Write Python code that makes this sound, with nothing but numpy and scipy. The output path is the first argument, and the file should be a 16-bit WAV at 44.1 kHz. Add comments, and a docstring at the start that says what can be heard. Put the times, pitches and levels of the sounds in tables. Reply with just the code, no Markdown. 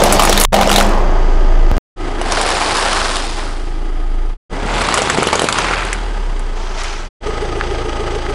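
"""Car crushing things on paving

Four short scenes beside a creeping tyre: hard plastic toys shatter, wafer rolls crunch in a foil tray,
small plastic bottles pop, then the car idles. Countless small fractures ring the fragments, walls split
with a snap, and the air in a bursting bottle booms. The four-cylinder engine throbs and ticks throughout;
the loudest snaps overload the microphone."""
import sys
import numpy as np
from scipy import signal
from scipy.fft import rfft, irfft, next_fast_len
from scipy.io import wavfile
from scipy.ndimage import uniform_filter1d

SR = 44100
rng = np.random.default_rng(int(sys.argv[2]) if len(sys.argv) > 2 else 0)


def output_pcm(signal):
    """Save a mono or channel-first signal as 16-bit PCM at the path in sys.argv[1].

    Samples are clipped to [-1, 1] before scaling.
    """
    pcm = np.clip(np.atleast_2d(signal).T, -1, 1) * 32767
    wavfile.write(sys.argv[1], SR, np.round(pcm).astype(np.int16))


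N = 367794
TIME = np.arange(N) / SR

# (start [s], end [s], fade [s], treble limit [Hz], overload ceiling [linear])
SCENES = [(-.01, 1.782, .003, 15600, .84), (1.96, 4.37, .06, 11100, .72), (4.495, 7.09, .035, 11100, .7),
          (7.205, 8.4, .05, 11100, .75)]
# engine per scene: (start [s], end [s], first bay level [dB], last bay level [dB], exhaust overtones [dB])
ENGINE = [(0, 1.9, -19, -22.5, -27.5), (1.95, 4.48, -23, -33.5, -35), (4.48, 7.1, -26, -31.5, -38.5),
          (7.201, 8.465, -24, -23.5, -26)]
# one press, over the bottles: (start [s], until [s], rise [s], settling [s], extra firings [1/s])
THROTTLE = (4.5, 6.06, .22, .22, 11.2)
# hard plastic spectrum: (frequency [Hz], level [dB])
TOYS_COLOUR = [(59, -25), (100, -12), (169, 1.5), (201, 3), (258, 0), (347, -2), (487, -0.5), (576, 2),
               (879, -2), (1550, -11.5), (3690, -18.5), (6390, -22.5), (8770, -30.5), (11800, -36.5),
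               (15500, -44)]


def crush(load, colour, per_s, spread_db, cycles, ring_db, wedge_db, crunch_db, splinter_db):
    """Countless small fractures under the tyre, each ringing the fragments with strengths of its own."""
    # load: (start [s], until [s], attack [s], crunch release [s], splinter release [s],
    #        crunch [dB], splinter [dB], crunch sag [dB], splinter gain [dB], air wedge [Hz])
    effort = rolling_over(*load)
    span, out = span_of(effort), np.zeros(N)
    size = span.stop - span.start
    at = np.flatnonzero(rng.random(size) < per_s * from_db(3 * drift(70)[span]) / SR)
    force = from_db(spread_db * np.minimum(rng.exponential(1, len(at)), 4))
    rings = np.zeros(size)
    for hz in np.geomspace(110, 15000, 44):
        cracks = np.zeros(size)
        cracks[at] = force * rng.standard_normal(len(at))
        rings += resonance(cracks, hz, hz / cycles)
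    # each fracture leaves a short diffuse wash beneath the car
    pole = np.exp(-1 / (0.0097 * SR))
    wash = np.sqrt(signal.lfilter([1 - pole], [1, -pole], rings ** 2)) * rng.standard_normal(size)
    rings = rms_one(rings + from_db(-5) * wash)
    rings = coloured(rings + from_db(ring_db) * fragments(size), colour)
    *levels_db, wedge_hz = in_time(effort)
    rings += from_db(wedge_db) * moving_resonance(rings, wedge_hz[span], q=1.8)
    # rubber muffles what breaks beneath it; splinters at its edge stay bright
    parts = band(rings, 2200, "low", order=3), band(rings, 2200, "high", order=3)
    for part, curve_db, trim_db in zip(parts, levels_db, (crunch_db, splinter_db)):
        even = part / np.sqrt(np.abs(uniform_filter1d(part ** 2, size=2000)) + 1e-18)
        out[span] += even * from_db(curve_db[span] + trim_db)
    return out


def rolling_over(start_s, until_s, attack_s, crunch_release_s, splinter_release_s,
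                 crunch_db, splinter_db, sag_db, gain_db, wedge_hz):
    """The tyre bears down, holds, rolls off: (time [s], crunch [dB], splinter [dB], air wedge [Hz])."""
    s = np.linspace(start_s - 2 * attack_s, until_s + 2 * max(crunch_release_s, splinter_release_s), 400)
    flattened = np.clip((s - start_s) / (until_s - start_s), 0, 1)
    crunch = crunch_db - sag_db * flattened + hold_db(s, start_s, until_s, attack_s, crunch_release_s)
    splinter = splinter_db + gain_db * flattened
    splinter += hold_db(s, start_s, until_s, attack_s / 1.53, splinter_release_s)
    wedge = wedge_hz * 1.515 ** flattened  # pitch rises as the gap between tread and paving closes
    return np.transpose([s, crunch, splinter, wedge])


def fragments(size, per_s=900, cycles_at_1khz=24):
    """Loose pieces ring, each at its own pitch, the small ones briefly and sharply."""
    out, t = np.zeros(size + SR // 20), TIME[:SR // 20]
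    for place, pitch, softness in rng.random((int(per_s * size / SR), 3)):
        hz, at = 450 * 28 ** pitch, int(place * size)
        t60_s = cycles_at_1khz * np.sqrt(hz / 1000) / hz
        out[at:at + len(t)] += hz * from_db(-12 * softness - 60 * t / t60_s) * np.sin(2 * np.pi * hz * t)
    return rms_one(out[:size])


def toys():
    """Hard plastic shatters under the tread."""
    loads = [(0, 0.49, .05, .03, .03, -10, -18.5, 10.5, 1, 642),
             (.53, .81, .014, .75, 0.044, -11.5, -24, 6, 4.5, 613.6)]  # columns: see crush
    return sum(crush(load, TOYS_COLOUR, per_s=2800, spread_db=2.5, cycles=8.8, ring_db=-3.5,
                     wedge_db=-0.5, crunch_db=-1.5, splinter_db=-2) for load in loads)


def wafers():
    """Wafer rolls crunch in a foil tray."""
    loads = [(2.36, 2.97, .25, 0.458, .62, -19.3, -23.7, -0.3, 1.5, 673),
             (3.388, 3.468, .04, 0.17, 0.069, -26.5, -34.5, 6, -9, 820)]  # columns: see crush
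    colour = [(120, -39), (200, -3.5), (331, -29), (366, -3.5), (595, -3), (1030, -3), (2160, -6.5),
              (5090, -6.5), (6330, -13), (9000, -14), (11000, -22)]  # (frequency [Hz], level [dB])
    return sum(crush(load, colour, per_s=1900, spread_db=1.6, cycles=5.5, ring_db=-9,
                     wedge_db=-1.5, crunch_db=1.5, splinter_db=0.99) for load in loads)


def bottles():
    """Bottles crumple under the front of the tread, and again as its rear edge lifts."""
    loads = [(4.799, 5.479, .3, .1, .1, -20, -23.5, 7.5, -2.5, 724),
             (5.571, 5.728, .1, 0.31, .36, -19.5, -22, 0.39, -3, 945)]  # columns: see crush
    colour = [(53, -35.5), (90, 1.5), (209, -5.5), (307, -15), (368, -0.5), (608, -0.5), (822, -1),
              (1410, -1), (1700, -5), (2250, -3), (4630, -10.5), (5900, -17), (7360, -16.5), (9750, -22),
              (11000, -32)]  # (frequency [Hz], level [dB])
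    return sum(crush(load, colour, per_s=1400, spread_db=2.0, cycles=7.05, ring_db=-3.5,
                     wedge_db=-0.5, crunch_db=1.33, splinter_db=0.66) for load in loads)


def snaps(body_q=2.9, shard_q=6.5):
    """A wall splits in a quick run of slips; its hollow booms and a shard rings in two modes."""
    # (time [s], level [dB], hollow body [Hz], treble [dB], shard [Hz], decay [s])
    splits = [(0.021, 1, 523, -23, 2400, 0.031), (0.037, -7.5, 603, -3.5, 9750, 0.0146),
              (0.062, -4, 570, -16, 7500, 0.024), (0.1246, 3, 972, -8, 8360, 0.0112),
              (0.1951, 7.5, 964, -12, 3140, 0.0244), (0.222, 0, 859, -14, 8100, 0.02),
              (0.234, -2, 950, -14.5, 9500, 0.0214), (0.251, -1, 856, -12, 8900, 0.021),
              (0.2741, -1.5, 886, -18.5, 2530, 0.033), (0.295, 2, 518, -12, 5600, 0.038),
              (0.327, -3.5, 880, -7, 3670, 0.0285), (0.376, -4.5, 1600, -3, 3590, 0.017),
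              (0.399, -8, 490, -2.5, 10960, 0.026), (0.412, -3.5, 1100, -1.5, 10250, 0.021),
              (0.437, -7, 969, -3, 9500, 0.0168), (0.449, 5, 910, -11.5, 3580, 0.0156),
              (0.53, -2, 696, -16.5, 2480, 0.0246), (0.542, 7.5, 655, -16.5, 3000, 0.044),
              (0.565, -1.5, 640, -21, 2200, 0.023), (0.5895, 1.5, 796, -29, 2200, 0.022),
              (0.611, 3.5, 747, -17, 3300, 0.027), (0.624, -3, 900, -21.5, 3500, 0.014),
              (0.632, -4, 1480, -16.5, 2300, 0.0163), (0.674, 0.5, 600, -24.5, 7240, 0.021),
              (0.694, -9, 900, -5, 2900, 0.011), (0.701, -3.5, 1380, -14.5, 5670, 0.0134),
              (0.715, -3, 746, -7, 3070, 0.0234), (0.728, -8, 900, -5, 4000, 0.022),
              (0.74, -9.5, 900, -4.5, 3370, 0.0183), (0.76, 1.5, 1000, -6, 3630, 0.0287),
              (0.782, 1.5, 711, -12, 3100, 0.028), (0.801, -3.5, 523, -12.5, 3000, 0.015),
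              (0.81, -3, 1240, -12, 2480, 0.017), (2.214, -6.5, 729, -16.5, 2906, 0.052),
              (2.321, -9.5, 1060, -6.5, 4550, 0.028), (2.372, -4.5, 1055, -22, 2800, 0.033),
              (2.4135, -9.5, 900, -9.5, 8880, 0.0143), (2.4625, -9.5, 560, -9.5, 2500, .014),
              (2.489, -13, 1800, -11, 7900, 0.0185), (2.5035, -14, 1101, -3.5, 3800, 0.0125),
              (2.5152, -14, 750, -14.5, 5000, .014), (2.6155, -4.5, 850, -23, 2200, 0.0166),
              (2.624, -8.5, 1100, -17.5, 2600, .016), (2.709, -11.5, 1100, -10, 3290, 0.0116),
              (2.768, -10.5, 1190, -7, 4180, 0.034), (2.797, -10, 1106, -10.5, 1800, 0.033),
              (2.812, -8, 1000, -18, 2000, 0.0144), (2.862, -3.5, 850, -22.5, 2600, 0.0134),
              (2.93, -12.5, 1140, -5.5, 3310, 0.017), (2.971, -10, 996, -23, 2500, 0.034),
              (3.157, -15, 1104, -4, 3993, 0.0214), (3.1678, -11.5, 1200, -8.5, 3500, 0.015),
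              (3.395, -17.5, 995, -19.5, 2000, 0.075), (4.815, -8.5, 1140, -11.5, 2600, 0.02),
              (4.888, -3.5, 900, -16, 4300, 0.018), (4.925, -5, 1000, -22, 2500, 0.014),
              (4.941, -0.5, 1100, -10, 7500, 0.026), (4.9752, -0.5, 960, -18, 7600, 0.018),
              (4.98, -3.5, 791, -11.5, 3000, 0.025), (4.989, -5.5, 560, -18, 2500, 0.0187),
              (5.019, -3, 573, -13, 7260, 0.0315), (5.074, -7, 900, -23.5, 2500, 0.012),
              (5.099, 1, 1535, -15.5, 7380, 0.02), (5.1465, -8, 746.1, -17, 4130, 0.0077),
              (5.175, -3.5, 750, -22, 7000, .012), (5.1856, -3, 815, -14.5, 2310, 0.023),
              (5.2246, -2, 966, -21, 2300, 0.0104), (5.2303, -5, 1300, -10, 2290, 0.0098),
              (5.271, -7, 803, -8, 2970, 0.0224), (5.288, -10.5, 1510, -14, 2200, 0.0103),
              (5.329, 5, 892, -16.5, 2300, 0.035), (5.354, -4, 463, -12, 7270, 0.035),
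              (5.394, -2.5, 745, -10, 3160, 0.014), (5.4187, -2, 527, -14.5, 8200, 0.0114),
              (5.442, -2.5, 664.2, -13, 3110, 0.0235), (5.487, -0.5, 1200, -9.5, 2400, 0.019),
              (5.526, -12.5, 872, 1, 3340, 0.0071), (5.586, -4, 1370, -14.5, 6300, 0.027),
              (5.71, -9.5, 850, -22, 2500, 0.0147), (5.735, -6.5, 1292, -25.5, 2500, 0.018)]
    out, t = np.zeros(N), TIME[:SR // 12]
    knots_s = t[::40]
    for s, db, body_hz, treble_db, shard_hz, t60_s in splits:
        slips = rng.standard_normal((3, len(t)))
        slips *= from_db(3 * np.interp(t, knots_s, rng.standard_normal(len(knots_s))))
        decay = from_db(-60 * t / t60_s)
        split = slips[0] * decay + 12 * signal.unit_impulse(len(t))  # first slip is the largest
        body = rms_one(resonance(band(split, 5200, "low"), body_hz, body_hz / body_q))
        shard = rms_one(resonance(slips[1] * decay ** 1.3, shard_hz, shard_hz / shard_q))
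        second_hz = rng.uniform(4000, 10500)
        second = rms_one(resonance(slips[1] * decay ** 2, second_hz, second_hz / shard_q))
        tear = rms_one(band(slips[2], [1500, 9500], "band") * decay ** 1.8)
        bright = from_db(-14) * shard + from_db(-24.5) * second + from_db(-16) * tear
        add(out, s, from_db(db) * (from_db(-19.5) * body + from_db(treble_db) * bright))
    return under_car(out, wet_db=-7.5, t60_s=0.12)


def pops(gain_db=1.0, rise=0.23, cycles=5):
    """A burst swings the air in a bottle for a few cycles, rising in pitch as the bottle shrinks."""
    bursts = [(4.991, -18, 520), (5.02, -13, 450), (5.1851, 5.5, 372), (5.2225, -5.5, 420),
              (5.27, 2.5, 420), (5.329, 4, 564), (5.356, -9.5, 450), (5.395, -4, 450), (5.4183, -4, 460),
              (5.4427, 0.5, 446), (5.71, -5.5, 440)]  # (time [s], level [dB], starting pitch [Hz])
    out, t = np.zeros(N), TIME[:SR // 20]
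    for s, db, hz in bursts:
        spent = t * hz / cycles
        turns = np.cumsum(hz * (1 + rise * np.minimum(spent, 1))) / SR
        add(out, s, -from_db(db + gain_db - 60 * spent) * np.sin(2 * np.pi * turns))
    return under_car(out, wet_db=-9, t60_s=0.078)


def thuds(per_s=140):
    """Puffs of air from the bottles come through the rubber as low, lumpy thumps."""
    envelope = (4.5, 5.5, 0.12, 0.33, -25)  # (start [s], until [s], attack [s], release [s], level [dB])
    *timing, level_db = envelope
    puffs = (rng.random(N) < per_s / SR) * rng.choice([-1, 1], N)
    return rms_one(band(puffs, [90, 420], "band")) * from_db(level_db - 2 + hold_db(TIME, *timing))


def settling():
    """Broken toys spring back as the tread leaves them."""
    load = (.83, .89, .04, .28, .2, -20, -24, 3, -8, 800)  # columns: see crush
    return crush(load, TOYS_COLOUR, per_s=1300, spread_db=1.8, cycles=7, ring_db=-7,
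                 wedge_db=-4, crunch_db=1.5, splinter_db=0.8)


def grit():
    """The tyre rolls away over fine grit, then a coarser patch."""
    loads = [(6.581, 6.762, .1, .1, 0.092, -32.5, -40, 0.86, 1.8, 900),
             (6.801, 6.833, .1, .35, .35, -29.5, -29, 1, -0.69, 900)]  # columns: see crush
    colour = [(350, -33), (600, 8.5), (919, 7), (1220, -1), (1340, 4.5), (1460, -6), (4360, -15),
              (5910, -14), (11000, -35)]  # (frequency [Hz], level [dB])
    return sum(crush(load, colour, per_s=5000, spread_db=-1.0, cycles=6.2, ring_db=-7,
                     wedge_db=4, crunch_db=-1.0, splinter_db=3.0) for load in loads)


def ticks():
    """Broken plastic and small stones tick, ringing for a cycle or two."""
    events = [(0.827, -7, 8000), (0.867, -15, 8800), (0.893, -16, 8400), (5.851, -12.5, 8900),
              (5.929, -2, 1830), (5.931, -0.5, 7600), (6.395, -17.5, 8000), (6.836, -12.5, 8000),
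              (7.611, -1, 1346), (8.265, -11, 1400)]  # (time [s], peak [dB], pitch [Hz])
    out, impulse = np.zeros(N), signal.unit_impulse(SR // 50)
    for s, db, hz in events:
        tick = resonance(resonance(impulse, hz, 0.563 * hz), hz, 0.78 * hz)
        add(out, s, from_db(db) * tick / np.abs(tick).max())
    return under_car(out, wet_db=-7, t60_s=0.034)


def clicks():
    """Dull clicks: a spike, then one low swing."""
    events = [(1.715, 2.5), (1.768, -4), (1.78, 3)]  # (time [s], level [dB])
    out, t = np.zeros(N), TIME[:SR // 20]
    spike = np.cos(2 * np.pi * 700 * t) * np.exp(-t / 0.000297)
    swing = np.cos(2 * np.pi * 70 * t) * np.exp(-t / 0.0097)
    for s, db in events:
        add(out, s, from_db(db) * (spike - .5 * swing))
    return out


def throttle():
    """Throttle opening, 0-1: rises, holds, settles back."""
    start_s, until_s, rise_s, settling_s, _ = THROTTLE
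    return np.clip((TIME - start_s) / rise_s, 0, 1) * np.exp(-np.maximum(TIME - until_s, 0) / settling_s)


def firings():
    """Firing count in each scene; the throttle speeds it up."""
    rhythm = [(1.007, 27.3), (2.082, 27.55), (6.605, 27.3), (7.491, 27.3)]  # per scene: (time of an injector tick [s], firings off throttle [1/s])
    out = np.zeros(N)
    for (start_s, *_), (tick_s, per_s) in zip(SCENES, rhythm):
        turns = np.cumsum(per_s + THROTTLE[-1] * throttle()) / SR
        out = np.where(TIME >= start_s, turns - np.interp(tick_s, TIME, turns) + .5, out)
    return out


def exhaust(turns, lag_firings=.31):
    """Each firing pushes one soft pulse out of the pipe."""
    harmonics = [(2, -0.5), (3, -17), (4, -8), (5, -18.5), (6, -21.5), (7, -22), (8, -21)]  # (multiple of the firing rate, level [dB])
    throb = [
        [(0.0, -17.5), (0.056, -15.5), (0.464, -11.5), (0.496, -20.5), (0.866, -10.5), (1.67, -5), (1.7, -8.5)],
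        [(2.05, -19), (2.28, -18), (2.66, -27), (2.95, -21), (3.56, -18.5), (4.17, -12.5), (4.28, -13.5)],
        [(4.55, -21), (4.77, -19), (4.94, -32.5), (5.45, -40), (5.64, -24.5), (6.29, -15), (7.03, -22)],
    ]  # fundamental, one curve per pass: (time [s], level [dB])
    throb_db, = in_time(np.concatenate(throb))
    overtones_db, = in_time([(s, row[-1]) for row in ENGINE for s in row[:2]])
    phase = 2 * np.pi * (turns - lag_firings)
    overtones = sum(from_db(db + 1.9 * drift(17)) * np.cos(k * phase) for k, db in harmonics)
    return -np.sqrt(2) * (from_db(throb_db) * np.cos(phase) + from_db(overtones_db) * overtones)


def engine_bay(turns, setting, spectrum, clatter_db, tick_db):
    """Mechanical noise swells with every firing, injectors tick, and both ring in the casing."""
    casing = [(393.3, 220, -1.5), (839, 35, -1.5), (1254.3, 66, 6), (1562, 180, -4.5), (2002.5, 48, 1),
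              (2957, 210, -4), (3236, 90, 1.5), (4762, 160, 2.5), (6190, 160, -6.5), (7650, 120, -5.5),
              (8130, 220, -8.5)]  # modes: (frequency [Hz], width [Hz], gain [dB])
    start_s, end_s, first_db, last_db, _ = setting
    level = [(start_s, first_db), (end_s, last_db)]
    span, out = span_of(level), np.zeros(N)
    turns = turns[span]
    noise = rng.standard_normal((2, len(turns)))
    swell = from_db(clatter_db * (-np.cos(2 * np.pi * turns) + .5 * drift(90)[span]))
    firing, phase = np.divmod(turns + .5, 1)
    alternate_db = 5 * (firing % 2 - .5)
    scatter_db = 2 * rng.standard_normal(400)[firing.astype(int)]
    tick = from_db(tick_db + alternate_db + scatter_db) * np.exp(-phase / 0.054)
    drive = noise[0] * swell + band(noise[1] * tick, [900, 5000], "band", order=1)
    rung = drive + sum(from_db(db) * resonance(drive, hz, width_hz) for hz, width_hz, db in casing)
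    out[span] = rms_one(coloured(rung, spectrum)) * from_db(in_time(level)[0][span])
    return out


def engine(turns, throttle_db=2.5):
    """Bay noise through the four scenes, louder under throttle."""
    # bay spectra: (frequency [Hz], level [dB])
    bay_toys = [(41, -43.5), (70, 2.5), (220, -8.5), (337, -0.5), (483, -9), (647, -3.5), (1130, -11),
                (1240, -13), (1390, -19), (1590, -15.5), (3560, -27), (6390, -31.5), (15000, -59.5)]
    bay_wafers = [(41, -29.5), (70, -1.5), (141, -8.5), (185, -12.5), (335, -3), (523, -16), (749, -8),
                  (1030, -16), (1220, -16), (1470, -19.5), (1780, -19), (2160, -21), (10300, -40),
                  (11000, -70)]
    bay_bottles = [(41, -20), (70, 4), (114, -10), (189, -6), (271, -9), (405, -5.5), (480, -12),
                   (945, -7.5), (1330, -18), (1540, -14), (8530, -32), (11000, -43)]
    bay_idle = [(41, -26), (70, -3.5), (114, -11.5), (219, -10.5), (380, -5), (545, -8.5), (832, -10),
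                (986, -13), (1270, -13), (1440, -17), (1980, -16.5), (4820, -26), (6400, -27.5),
                (7150, -35), (8010, -30.5), (11000, -47)]
    revving = from_db(throttle_db * throttle())
    return (engine_bay(turns, ENGINE[0], bay_toys, clatter_db=0.5, tick_db=-1.5)
            + engine_bay(turns, ENGINE[1], bay_wafers, clatter_db=1.51, tick_db=-1)
            + engine_bay(turns, ENGINE[2], bay_bottles, clatter_db=1.39, tick_db=0) * revving
            + engine_bay(turns, ENGINE[3], bay_idle, clatter_db=2.3, tick_db=5.5))


def idle_moan(first_s=7.283, period_s=.146, width_s=.017, hz=420, rise_hz=30):
    """At idle a short, rough, rising moan with a faint hiss returns every four firings."""
    since_s = (TIME - first_s + period_s / 2) % period_s - period_s / 2
    swell = np.exp(-(since_s / width_s) ** 2) * (TIME > first_s - period_s / 2)
    moan = tone(hz + rise_hz * np.tanh(since_s / width_s) + 7 * drift(7), waver_hz=5.94)
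    moan *= 1 + .25 * drift(160)  # roughness
    hiss = rms_one(band(rng.standard_normal(N), [5500, 10000], "band"))
    return swell * (from_db(-19.3) * moan + from_db(-46) * hiss)


def idle_tones(firing_hz=27.3):
    """Steady engine tones in the last scene."""
    harmonics = [(13, -34), (22, -42), (28, -42), (30, -36), (33, -42), (46, -42)]  # (multiple of the firing rate, level [dB])
    idling = TIME > ENGINE[-1][0]
    return idling * sum(from_db(db) * tone(k * firing_hz, waver_hz=3.957) for k, db in harmonics)


def hum(hz=203.1):
    """A low hum while the toys are crushed."""
    swells = [(0, 0.382, .05, 0.068, -24.5), (0.533, 0.874, .03, 0.137, -20.5)]  # (start [s], until [s], attack [s], release [s], level [dB])
    envelope = sum(from_db(db + hold_db(TIME, *timing)) for *timing, db in swells)
    return tone(hz, waver_hz=1.8) * from_db(1.8 * drift(22)) * envelope


def whine(hz=10008, level_db=-65.5):
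    """A thin, steady whine."""
    return from_db(level_db) * tone(hz, waver_hz=8.8)


def under_car(x, wet_db, t60_s):
    """Quick reflections between paving, wheel and floor pan."""
    t = TIME[:SR // 5]
    tail = rng.standard_normal(len(t)) * from_db(-60 * t / t60_s) * (t > .001)
    return x + from_db(wet_db) * signal.fftconvolve(x, tail / np.linalg.norm(tail))[:len(x)]


def from_db(db):
    """Decibels to gain."""
    return 10 ** (np.asarray(db) / 20)


def rms_one(x):
    """Scale to unit power."""
    return x / np.sqrt(np.mean(x ** 2) + 1e-20)


def in_time(rows):
    """Each column of a curve at every sample."""
    s, *columns = np.transpose(rows)
    return [np.interp(TIME, s, c) for c in columns]


def span_of(rows):
    """Samples that a curve covers."""
    return slice(max(int(rows[0][0] * SR), 0), min(int(rows[-1][0] * SR), N))


def hold_db(s, start_s, until_s, attack_s, release_s):
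    """0 dB while held; -20 dB one attack before and one release after."""
    away = np.maximum((start_s - s) / attack_s, 0) + np.maximum((s - until_s) / release_s, 0)
    return -20 * away ** 1.503


def drift(rate_hz):
    """Random wander of unit power."""
    knots = rng.standard_normal(int(N / SR * rate_hz) + 2)
    return rms_one(np.interp(TIME * rate_hz, np.arange(len(knots)), knots))


def tone(hz, waver_hz):
    """Wavering sine of unit power."""
    return np.sqrt(2) * np.sin(2 * np.pi * np.cumsum(hz + waver_hz * drift(25)) / SR)


def coloured(x, spectrum):
    """Apply a spectrum joined in log frequency, cut steeply below its first point."""
    hz, db = np.transpose(spectrum)
    size = next_fast_len(len(x))
    bins_hz = np.maximum(np.fft.rfftfreq(size, 1 / SR), 1)
    gain = from_db(np.interp(np.log(bins_hz), np.log(hz), db)) / np.sqrt(1 + (hz[0] / bins_hz) ** 6)
    return irfft(rfft(x, size) * gain, size)[:len(x)]


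def band(x, hz, kind, order=2):
    """Butterworth filter."""
    return signal.sosfilt(signal.butter(order, hz, kind, fs=SR, output="sos"), x + 1e-18)


def resonator(hz, width_hz):
    """Two-pole band-pass coefficients, unit peak gain."""
    r = np.exp(-np.pi * width_hz / SR)
    return np.array([1, 0, -1]) * (1 - r * r) / 2, [1, -2 * r * np.cos(2 * np.pi * hz / SR), r * r]


def resonance(x, hz, width_hz):
    """One steady resonance."""
    return signal.lfilter(*resonator(hz, width_hz), x + 1e-18)


def moving_resonance(x, hz, q):
    """A resonance retuned every short block."""
    out, state = np.zeros(len(x)), np.zeros(2)
    for i in range(0, len(x), 128):
        block = slice(i, i + 128)
        out[block], state = signal.lfilter(*resonator(hz[i], hz[i] / q), x[block], zi=state)
    return out


def add(out, s, sound):
    """Mix a short sound in at a time."""
    at = max(round(s * SR), 0)
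    out[at:at + len(sound)] += sound[:N - at]


def scene():
    """Crushed things and car in mono; all but the exhaust drops out once, briefly."""
    dropout = (.454, .522)  # (start [s], end [s])
    turns = firings()
    car = engine(turns) + idle_moan() + idle_tones() + hum() + whine()
    things = toys() + wafers() + bottles() + grit() + settling()
    things += snaps() + pops() + thuds() + ticks() + clicks()
    gate = np.clip(np.maximum(dropout[0] - TIME, TIME - dropout[1]) / .002, 0, 1)
    return (exhaust(turns) + gate * (car + things))[None]


def record(dry):
    """Each scene overloads at its own ceiling, fades in and out and has its own treble limit."""
    out, cutoff_hz = np.zeros_like(dry), 15900
    for start_s, end_s, fade_s, top_hz, ceiling in SCENES:
        limited = dry / (1 + (dry / ceiling) ** 6) ** (1 / 6)
        window = np.clip(np.minimum(TIME - start_s, end_s - TIME) / fade_s, 0, 1)
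        lowpass = signal.ellip(10, .2, 70, top_hz, fs=SR, output="sos")
        out += signal.sosfilt(lowpass, limited * window + 1e-18)
    return signal.sosfilt(signal.ellip(10, .2, 80, cutoff_hz, fs=SR, output="sos"), out)


dry = scene()
out = record(dry)
output_pcm(out)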